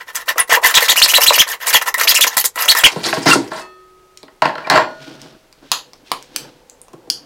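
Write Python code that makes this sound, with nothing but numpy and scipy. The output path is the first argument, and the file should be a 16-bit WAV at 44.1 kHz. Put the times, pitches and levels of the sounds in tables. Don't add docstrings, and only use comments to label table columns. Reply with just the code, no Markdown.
import sys
import numpy as np
from scipy import signal
from scipy.fft import rfft, irfft
from scipy.io import wavfile
from scipy.ndimage import uniform_filter1d

SR = 44100
rng = np.random.default_rng(int(sys.argv[2]) if len(sys.argv) > 2 else 0)


def transcribe(u):
    v = np.clip(np.atleast_2d(u).T, -1, 1)
    q = np.round(v * 32767).astype(np.int16)
    wavfile.write(sys.argv[1], SR, q)


N = 319725
TIME = np.arange(N) / SR



def from_db(db):
    return 10 ** (np.asarray(db) / 20)


def rms_one(x):
    return x / np.sqrt(np.mean(x ** 2) + 1e-20)


def at_hz(points, hz):
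    freqs, values = np.transpose(points)
    return np.interp(np.log(np.maximum(hz, 1)), np.log(freqs), values)


def colour(x, spectrum):
    gain = from_db(at_hz(spectrum, np.fft.rfftfreq(N, 1 / SR)))
    return rms_one(irfft(rfft(x) * gain, N))


def drift(per_s):
    return rms_one(np.interp(TIME * per_s, np.arange(N), rng.standard_normal(N)))


def grains(spread_db, per_s):
    clumps = from_db(spread_db * np.clip(drift(per_s), -2.5, 2.5))
    return rms_one(rng.standard_normal(N) * clumps)


def patchy(x, spread_db, per_s):
    edges = np.append(0, np.geomspace(1500, SR / 2, num=8))
    hz, spectrum = np.fft.rfftfreq(N, 1 / SR), rfft(x)
    out = np.zeros(N)
    for low, high in zip(edges, edges[1:]):
        band = irfft(spectrum * (hz >= low) * (hz < high), N)
        out += band * from_db(spread_db * drift(per_s).clip(-2, 2))
    return rms_one(out)


def swell(s, hold_s, attack_s, release_s):
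    rise = np.clip((TIME - s) / attack_s, 0, 1)
    return rise * np.exp(-np.clip((TIME - s - attack_s - hold_s) / release_s, 0, 20))


def resonate(x, modes):
    out, power = 0, 0
    for k, (hz, width, db) in enumerate(modes):
        r = np.exp(-np.pi * width / SR)
        gain = (1 - r * r) / 2
        poles = [1, -2 * r * np.cos(2 * np.pi * hz / SR), r * r]
        mode = signal.lfilter([gain, 0, -gain], poles, x + 1e-18)
        out = out + (-1) ** k * from_db(db) * mode
        power += gain * from_db(db) ** 2
    return out / np.sqrt(power)


def contacts(rows, length_s):
    out = np.zeros(N)
    for s, db in rows:
        after = TIME[:N - int(s * SR)][:SR // 2]
        out[int(s * SR):][:len(after)] += from_db(db) * np.exp(-after / length_s)
    return out * rng.choice([-1, 1], N)


# pitch_hz [Hz], t60_s [s]
WORKSHOP = [(120, .35), (400, 0.44), (1000, 0.27), (2500, 0.24314), (5500, 0.23), (9000, 0.21),
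            (15000, 0.17)]


def room(x, wet_db, decay_share):
    t = TIME[:SR // 2]
    white = rfft(rng.standard_normal(len(t)))
    hz = np.fft.rfftfreq(len(t), 1 / SR)
    edges, tail = np.geomspace(80, SR / 2, num=12), 0
    for low, high in zip(edges, edges[1:]):
        t60 = decay_share * at_hz(WORKSHOP, np.sqrt(low * high))
        band = irfft(white * (hz >= low) * (hz < high), len(t))
        tail = tail + band * np.exp(-np.log(1000) * t / t60)
    tail = tail * (t > .0015)
    return x + from_db(wet_db) * signal.fftconvolve(x, tail / np.linalg.norm(tail))[:N]


# [dB, relative]
AIR = [(12, -31.5), (20, 3), (81, -11.5), (167, -8.5), (291, -16), (354, -4), (442, -6.5), (636, -11),
       (3390, -20), (4480, -21), (15700, -31)]
AIR_DB = -54.5


def workshop_air():
    return from_db(AIR_DB) * colour(rng.standard_normal(N), AIR)


# start_s [s], level_db [dB]
BUMPS = [(2.96, -11.5), (3.17, -12.5), (3.258, -3), (3.283, -6.5), (3.354, -4.5), (3.37, -20.5),
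         (4.23, -32.5), (5.075, -30), (6.116, -27), (6.934, -26.5), (7.073, -33.5)]
# pitch_hz [Hz], width_hz [Hz], level_db [dB]
BENCH = [(114, 14, -4), (162, 36, -3), (219.8, 62, -2), (282, 46, 0.5), (331.25, 39, 4.5), (445.1, 120, -3),
         (634.23, 87, -5), (917.6, 270, -10.5)]
BUMP_S = 0.009077


def bench_bumps():
    return resonate(contacts(BUMPS, BUMP_S), BENCH)


# start_s [s], hold_s [s], palm_db [dB], finger_db [dB]
RUBS = [(4.85, 0.0957, -49, -52.5), (4.988, 0.10664, -40.5, -45), (5.18, 0.04762, -44, -50),
        (5.617, 0.0688, -50.5, -54.5), (6.044, 0.09217, -54, -46.5), (6.314, 0.09973, -41, -49.5),
        (6.88, .05, -47.5, -77.5), (7.097, 0.0911, -44, -60.5)]
# [dB, relative]
PALM = [(47, -54.5), (80, -36.5), (140, 2), (184, -12.5), (279, 2.5), (418, -7.5), (951, -13.5),
        (1200, -17), (1520, -14.5), (1800, -22.5), (2340, -48), (3960, -120)]
# [dB, relative]
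FINGERS = [(880, -33), (1500, -11.5), (2000, -11), (3060, -7.5), (5300, -11), (7420, -22), (15000, -35)]
# pitch_hz [Hz], width_hz [Hz], level_db [dB]
PIPE_CAVITY = [(259.4, 53, -5), (347, 60, -12.5), (493.45, 20, 6.5), (893.6, 110, -6.5), (1585, 200, -28)]
RUB_ATTACK_S, RUB_RELEASE_S = 0.03719, 0.08596
GRIP_S, GRIP_HOLD_S, GRIP_PALM_DB, GRIP_FINGERS_DB = 5.55, 0.8662, -58.5, -64
OPEN_S, OPENING_S, CAVITY_DB = 5.4198, 1, -53


def hands():
    palm, fingers = 0, 0
    grip = (GRIP_S, GRIP_HOLD_S, GRIP_PALM_DB, GRIP_FINGERS_DB)
    for s, hold_s, palm_db, finger_db in RUBS + [grip]:
        rub = swell(s, hold_s, RUB_ATTACK_S, RUB_RELEASE_S)
        palm = palm + from_db(palm_db) * rub
        fingers = fingers + from_db(finger_db) * rub
    opening = np.clip((TIME - OPEN_S) / OPENING_S, 0, 1)
    hum = from_db(CAVITY_DB) * opening * resonate(grains(2.7, 60), PIPE_CAVITY)
    palm_rub = palm * colour(grains(4.692, 53), PALM)
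    finger_rustle = fingers * colour(grains(1.6, 300), FINGERS)
    return palm_rub + finger_rustle + hum


# [dB, dry crack]
SNAPS = [(4.174, -20, 5620, -31.5, -22.5), (4.231, -30, 3900, 1.5, -20.5),
         (4.421, -17.5, 4500, -23.5, -24.5), (4.457, -21, 3998, -29.5, -18.5), (4.7, 5, 4059, -23, -21.5),
         (5.217, -28, 5030, -13, -3.5), (5.527, -33, 5040, -4.5, -5.5), (5.717, 7.5, 3941, -12.5, -8),
         (5.934, -35, 5100, 0.5, 0.5), (6.117, -11.5, 3305, 8.5, 3.5), (6.226, -34, 5649, -21, 6),
         (6.362, -4.5, 5407, -27.5, 0), (6.698, -26, 6500, -27, -12.5), (6.816, -25.5, 8913, -25.5, -11),
         (6.883, -39, 6000, 5.5, -11), (6.933, -37.5, 6004, -1, -9), (7.101, 5, 4884, -32, -30)]
# pitch_hz [Hz], width_hz [Hz], level_db [dB]
OPEN_PIPE = [(1008.1, 450, 8.5), (1360, 280, -7), (2050, 280, 0)]


def snaps_and_pings(length_s, width_hz, splinter_db, break_db, top_hz=9500, low_hz=800):
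    cracks, hollow = np.zeros((2, N))
    t = TIME[:SR // 20]
    for s, db, hz, hollow_db, crack_db in SNAPS:
        splinters = from_db(splinter_db) * np.exp(-t / length_s) * rng.choice([-1, 1], len(t))
        burst = from_db(db) * (from_db(break_db) * (t == 0) + splinters)
        bright = resonate(burst, [(hz, width_hz, 0)])
        cracks[int(s * SR):][:len(t)] += bright + from_db(crack_db) * burst
        hollow[int(s * SR):][:len(t)] += from_db(hollow_db) * resonate(burst, OPEN_PIPE)
    cracks = signal.sosfilt(signal.butter(2, low_hz, "high", fs=SR, output="sos"), cracks)
    cracks = signal.sosfilt(signal.butter(1, top_hz, "low", fs=SR, output="sos"), cracks)
    return room(cracks, wet_db=-6.0, decay_share=1.0) + room(hollow, wet_db=-4.5, decay_share=0.7139)


# start_s [s], level_db [dB]
KNOCKS = [(3.128, -1.5), (3.517, -12), (4.281, -30.5), (4.42, 3), (4.455, -0.5), (4.487, -13.5),
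          (4.554, -13.5), (4.581, -14), (4.671, -11.5), (4.699, 2.5)]
# start_s [s], hold_s [s], level_db [dB]
RATTLES = [(3.505, 0.075, -29), (4.421, 0.04824, -17.5), (4.57, 0.2, -30.5), (4.704, 0.062214, -7)]
# pitch_hz [Hz], width_hz [Hz], level_db [dB]
SAW_ON_BENCH = [(157.27, 72, -8.5), (330, 130, -7.5), (560.17, 110, -2.5), (637.2, 32.755, 7.5),
                (734.9, 85, -3), (880.2, 68.62, 4.5), (1061.9, 87, 2.5), (1436, 390.36, -4.5),
                (1802.9, 285.25, -1.5), (2852, 485.6, -14), (4436, 892.9, -18)]
KNOCK_S = 0.0033275
RATTLE_ATTACK_S, RATTLE_RELEASE_S = 0.007568, 0.03125


def saw_laid_down():
    rattle = np.zeros(N)
    for s, hold_s, db in RATTLES:
        rattle += from_db(db) * swell(s, hold_s, RATTLE_ATTACK_S, RATTLE_RELEASE_S)
    return resonate(contacts(KNOCKS, KNOCK_S) + rattle * grains(2.6745, 400), SAW_ON_BENCH)


# [dB, landing]
FRAME = [(371.21, 2.8, -42, -59.5), (639.32, 1.536, -71, -33), (1263.5, 1.9787, -38.5, -50),
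         (1447, 0.9504, -72.5, -26.5), (1812.6, 0.72, -41.5, -34), (1868, .6, -59.5, -56.5),
         (2427.8, 0.39, -69.5, -30.5), (2614.3, 0.4, -38.5, -51.5), (3370, 0.88, -53, -64.5),
         (4331.5, 0.64, -47, -34.5), (5838, 0.56, -62, -44), (7392.4, 0.2465, -67, -29.5)]
LIFT_S, LAND_S = 3.61, 4.755


def frame_ring():
    out = np.zeros(N)
    for hz, t60, lift_db, land_db in FRAME:
        for s, db in ((LIFT_S, lift_db), (LAND_S, land_db)):
            t = TIME[:N - int(s * SR)]
            decay = np.exp(-np.log(1000) * t / t60)
            out[int(s * SR):] += from_db(db) * decay * np.sin(2 * np.pi * hz * t)
    return out


STROKE_SKEW = .87


def blade(strokes, flatness=1.25, bite=0.6847):
    rate, gains = np.zeros(N), np.zeros((3, N))
    for start, end, top_hz, *levels_db in strokes:
        span = slice(max(int(start * SR), 0), int(end * SR))
        progress = np.linspace(0, 1, len(TIME[span])) ** STROKE_SKEW
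        swing = np.sin(np.pi * progress).clip(0)
        speed = np.tanh(flatness * swing) / np.tanh(flatness)
        rate[span] = np.maximum(rate[span], top_hz * speed)
        gains[:, span] += from_db(levels_db)[:, None] * swing ** bite
    return rate, gains


# pitch_hz [Hz], width_hz [Hz], level_db [dB]
CUT_PIPE = [(450, 58, -8), (650, 120, -9.5), (870.73, 110, -1), (1080, 59, -0.5), (1336, 150, -4.5),
            (1701.9, 220, -3.5), (1948.5, 110, 3), (2700, 550, -9)]
TOOTH_TOP_HZ = 6500


def sawing(strokes, chip_spectrum, chips_db, body_db, tone_db, jitter, grain_db, overtone_db):
    rate, (hiss, body, tone) = blade(strokes)
    unsteady = 1 + jitter * drift(1500) + 0.040091 * drift(150)
    phase = 2 * np.pi * np.cumsum(rate * unsteady) / SR
    teeth = np.zeros(N)
    for k in np.arange(4) + 1:
        gain = from_db(overtone_db * np.log2(k) + 3.5 * drift(220).clip(-2, 1.5))
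        teeth += gain * np.sin(k * phase) * (k * rate < SR / 2)
    teeth = rms_one(teeth * from_db(2.4 * drift(1100)))
    teeth = signal.sosfilt(signal.butter(2, TOOTH_TOP_HZ, fs=SR, output="sos"), teeth)
    spray = grains(grain_db, 900) * (1 + 0.41 * np.cos(phase))
    chips = patchy(colour(spray, chip_spectrum), spread_db=4.0, per_s=90)
    pipe = resonate(body * grains(grain_db, 400), CUT_PIPE)
    return from_db(chips_db) * hiss * chips + from_db(body_db) * pipe + from_db(tone_db) * tone * teeth


# start_s [s], end_s [s], level_db [dB]
SLOW_STROKES = [(2.862, 2.955, -34), (2.94, 3.05, -39), (3.03, 3.125, -25.5), (3.123, 3.2, -31),
                (3.19, 3.275, -36), (3.255, 3.355, -15), (3.401, 3.505, -44.5), (3.504, 3.64, -39.5)]
SLOW_HZ, SLOW_DB_PER_OCTAVE = 2096, 30
SLOW_BODY_DB, SLOW_TONE_DB = 8, 3


def slow_strokes():
    strokes = []
    for start, end, db in SLOW_STROKES:
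        top_hz = SLOW_HZ * 2 ** (db / SLOW_DB_PER_OCTAVE)
        strokes.append((start, end, top_hz, db, db + SLOW_BODY_DB, db + SLOW_TONE_DB))
    return strokes


# [dB, relative]
SLOW_CHIPS = [(100, -24), (1500, 6), (2600, 0.5), (3500, 5.5), (4500, 8), (6000, 0), (8500, -2.5),
              (12000, -10), (16000, -20.5)]


def slow_sawing():
    strokes = sawing(slow_strokes(), SLOW_CHIPS, chips_db=5.5, body_db=-9.0, tone_db=-7.0,
                     jitter=0.12416, grain_db=2.5, overtone_db=-12.0)
    _, (_, body, _) = blade(slow_strokes())
    return strokes + from_db(-7.0) * resonate(body * grains(8.0, 150), BENCH)


# start_s [s], length_s [s], first_hz [Hz], last_hz [Hz], level_db [dB]
GLIDES = [(0.393, 0.02138, 11990, 8121, -7.5), (0.64, 0.01718, 1992, 2050, -7),
          (1.939, 0.01992, 1987, 1887, -11), (3.306, 0.0231, 2865, 2614, -9.5),
          (3.328, 0.01434, 1421, 1347, -4.5), (4.643, 0.018, 2384, 2318, -31.5)]


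def squeaks_and_ping():
    out = np.zeros(N)
    for s, length, first_hz, last_hz, db in GLIDES:
        hz = np.linspace(first_hz, last_hz, int(length * SR))
        note = np.sin(2 * np.pi * np.cumsum(hz) / SR)
        out[int(s * SR):][:len(hz)] += from_db(db) * np.sqrt(2) * np.hanning(len(hz)) * note
    return out


# [dB, pipe body in the push]
CYCLES = [(.739, 0.084281, .051, 4155, 0.5, -8), (.879, 0.071, 0.053195, 3957, -0.5, -14),
          (1.015, .052, .05, 4917, 5.5, -20), (1.134, 0.049101, .053, 4000, 0, -13.5),
          (1.259, .05, 0.051138, 4150, 2, -22.5), (1.378, 0.052193, .051, 3350, 2, -17),
          (1.728, .062, .052, 3400, -3.5, -10.5), (2.071, 0.09041, .056, 4700, -1, -21),
          (2.203, .055, .047, 3500, -1, -25), (2.678, .112, .05, 4159, 1.5, -14.5),
          (2.835, .08, 0.038834, 3240, 5.5, -11.5)]
# [dB, pipe body]
HALTING_STROKES = [(0, .025, -56, -27), (0.069, .115, -40.5, -29.5), (.146, .186, -25.5, -19.5),
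                   (.186, .232, -40, -29), (.279, .313, -22, -9.5), (.374, 0.425, -23.5, -14),
                   (.492, 0.577, -15, -7.5), (.629, .678, -14, -10), (1.463, 1.556, -25.5, -20),
                   (1.6, 1.66, -34.5, -25), (1.811, 1.83, -25, -16.5), (1.857, 1.899, -23, -18.5),
                   (2.267, 2.284, -14, -18), (2.288, 2.365, -33.5, -26.5), (2.365, 2.419, -11.5, -29),
                   (2.44, 2.469, -12, -29)]
HALTING_HZ, HALTING_TONE_DB = 1850, -5.5
TURN_S = .007
PUSH_CHIPS_DB, PUSH_TONE_DB = -10, -5.5
PULL_TEETH = 150
PULL_HZ, PULL_CHIPS_DB, PULL_TONE_DB, PULL_BODY_DB = 3000, -11.5, -12.5, -17
PULL_DB_PER_OCTAVE = 9.5


def quick_strokes():
    strokes = []
    for start, end, chips_db, body_db in HALTING_STROKES:
        strokes.append((start, end, HALTING_HZ, chips_db, body_db, body_db + HALTING_TONE_DB))
    for s, pull_s, push_s, push_hz, sing_db, body_db in CYCLES:
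        pull_hz = PULL_TEETH / pull_s
        speed_db = PULL_DB_PER_OCTAVE * np.log2(pull_hz / PULL_HZ)
        pull_end = s - TURN_S
        strokes.append((pull_end - pull_s, pull_end, pull_hz,
                        PULL_CHIPS_DB + speed_db, PULL_BODY_DB, PULL_TONE_DB + speed_db))
        strokes.append((s, s + push_s, push_hz, PUSH_CHIPS_DB - sing_db, body_db, PUSH_TONE_DB + sing_db))
    return strokes


# [dB, relative]
QUICK_CHIPS = [(60, -15.5), (220, -31), (500, -15), (1500, -11.5), (2800, -3.5), (4200, 3), (6300, 4.5),
               (8500, -0.5), (11500, 3), (13500, 5), (16000, -5)]
# start_s [s], level_db [dB]
SNAGS = [(.291, -8.5), (.381, -2.5), (.707, -11), (.807, -2.5), (1.823, -6.5), (1.861, -19), (1.878, -4.5),
         (1.942, -0.5), (2.012, 2), (2.267, -4), (2.369, 2.5), (2.378, -5), (2.442, -5.5), (2.558, -11),
         (2.607, -32), (2.657, -6), (2.75, -2)]
# start_s [s], level_db [dB]
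ROCKS = [(.358, -13), (.571, -4), (.624, -15.5), (.822, -13), (1.182, -3.5), (1.305, -3.5), (2.05, -15.5)]
# pitch_hz [Hz], width_hz [Hz], level_db [dB]
ROCKING_PIPE = [(444, 88, 1), (660, 97, 1.5), (870, 88, 3.8), (1120, 130, 2)]
SNAG_S, ROCK_S = 0.0026, 0.0056
DRAG_DB, DRAG_SPREAD_S = -14.5, 0.055
QUICK_TONE_DB, QUICK_JITTER, QUICK_OVERTONE_DB = -1.7, .042, -5


def quick_sawing():
    strokes = sawing(quick_strokes(), QUICK_CHIPS, chips_db=-1.0, body_db=-3.0, tone_db=QUICK_TONE_DB,
                     jitter=QUICK_JITTER, grain_db=6.0, overtone_db=QUICK_OVERTONE_DB)
    _, (_, body, _) = blade(quick_strokes())
    bites = contacts(SNAGS, SNAG_S)
    drag = from_db(DRAG_DB) * uniform_filter1d(body, int(DRAG_SPREAD_S * SR)) * grains(3.0, 300)
    dry_snags = from_db(-7.5) * (bites + from_db(6) * drag)
    pipe_snags = resonate(from_db(-6) * bites + from_db(-1) * drag, CUT_PIPE)
    rocking = resonate(contacts(ROCKS, ROCK_S), ROCKING_PIPE)
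    mix = strokes + dry_snags + pipe_snags + squeaks_and_ping() + rocking
    in_room = room(mix, wet_db=-4.5, decay_share=0.4)
    return signal.sosfilt(signal.butter(2, 370, "high", fs=SR, output="sos"), in_room)


def scene():
    bench = bench_bumps() + saw_laid_down()
    work = room(slow_sawing() + bench, wet_db=-6.0, decay_share=0.9982)
    cracks = snaps_and_pings(length_s=0.0009432, width_hz=1295.6, splinter_db=-2, break_db=9.5)
    return (quick_sawing() + work + cracks + frame_ring() + hands() + workshop_air())[None]


CUTOFF_HZ = 15900


def record(dry):
    clipped = np.clip(dry, -.95, .95)
    return signal.sosfilt(signal.ellip(12, .2, 70, CUTOFF_HZ, fs=SR, output="sos"), clipped)


dry = scene()
out = record(dry)
transcribe(out)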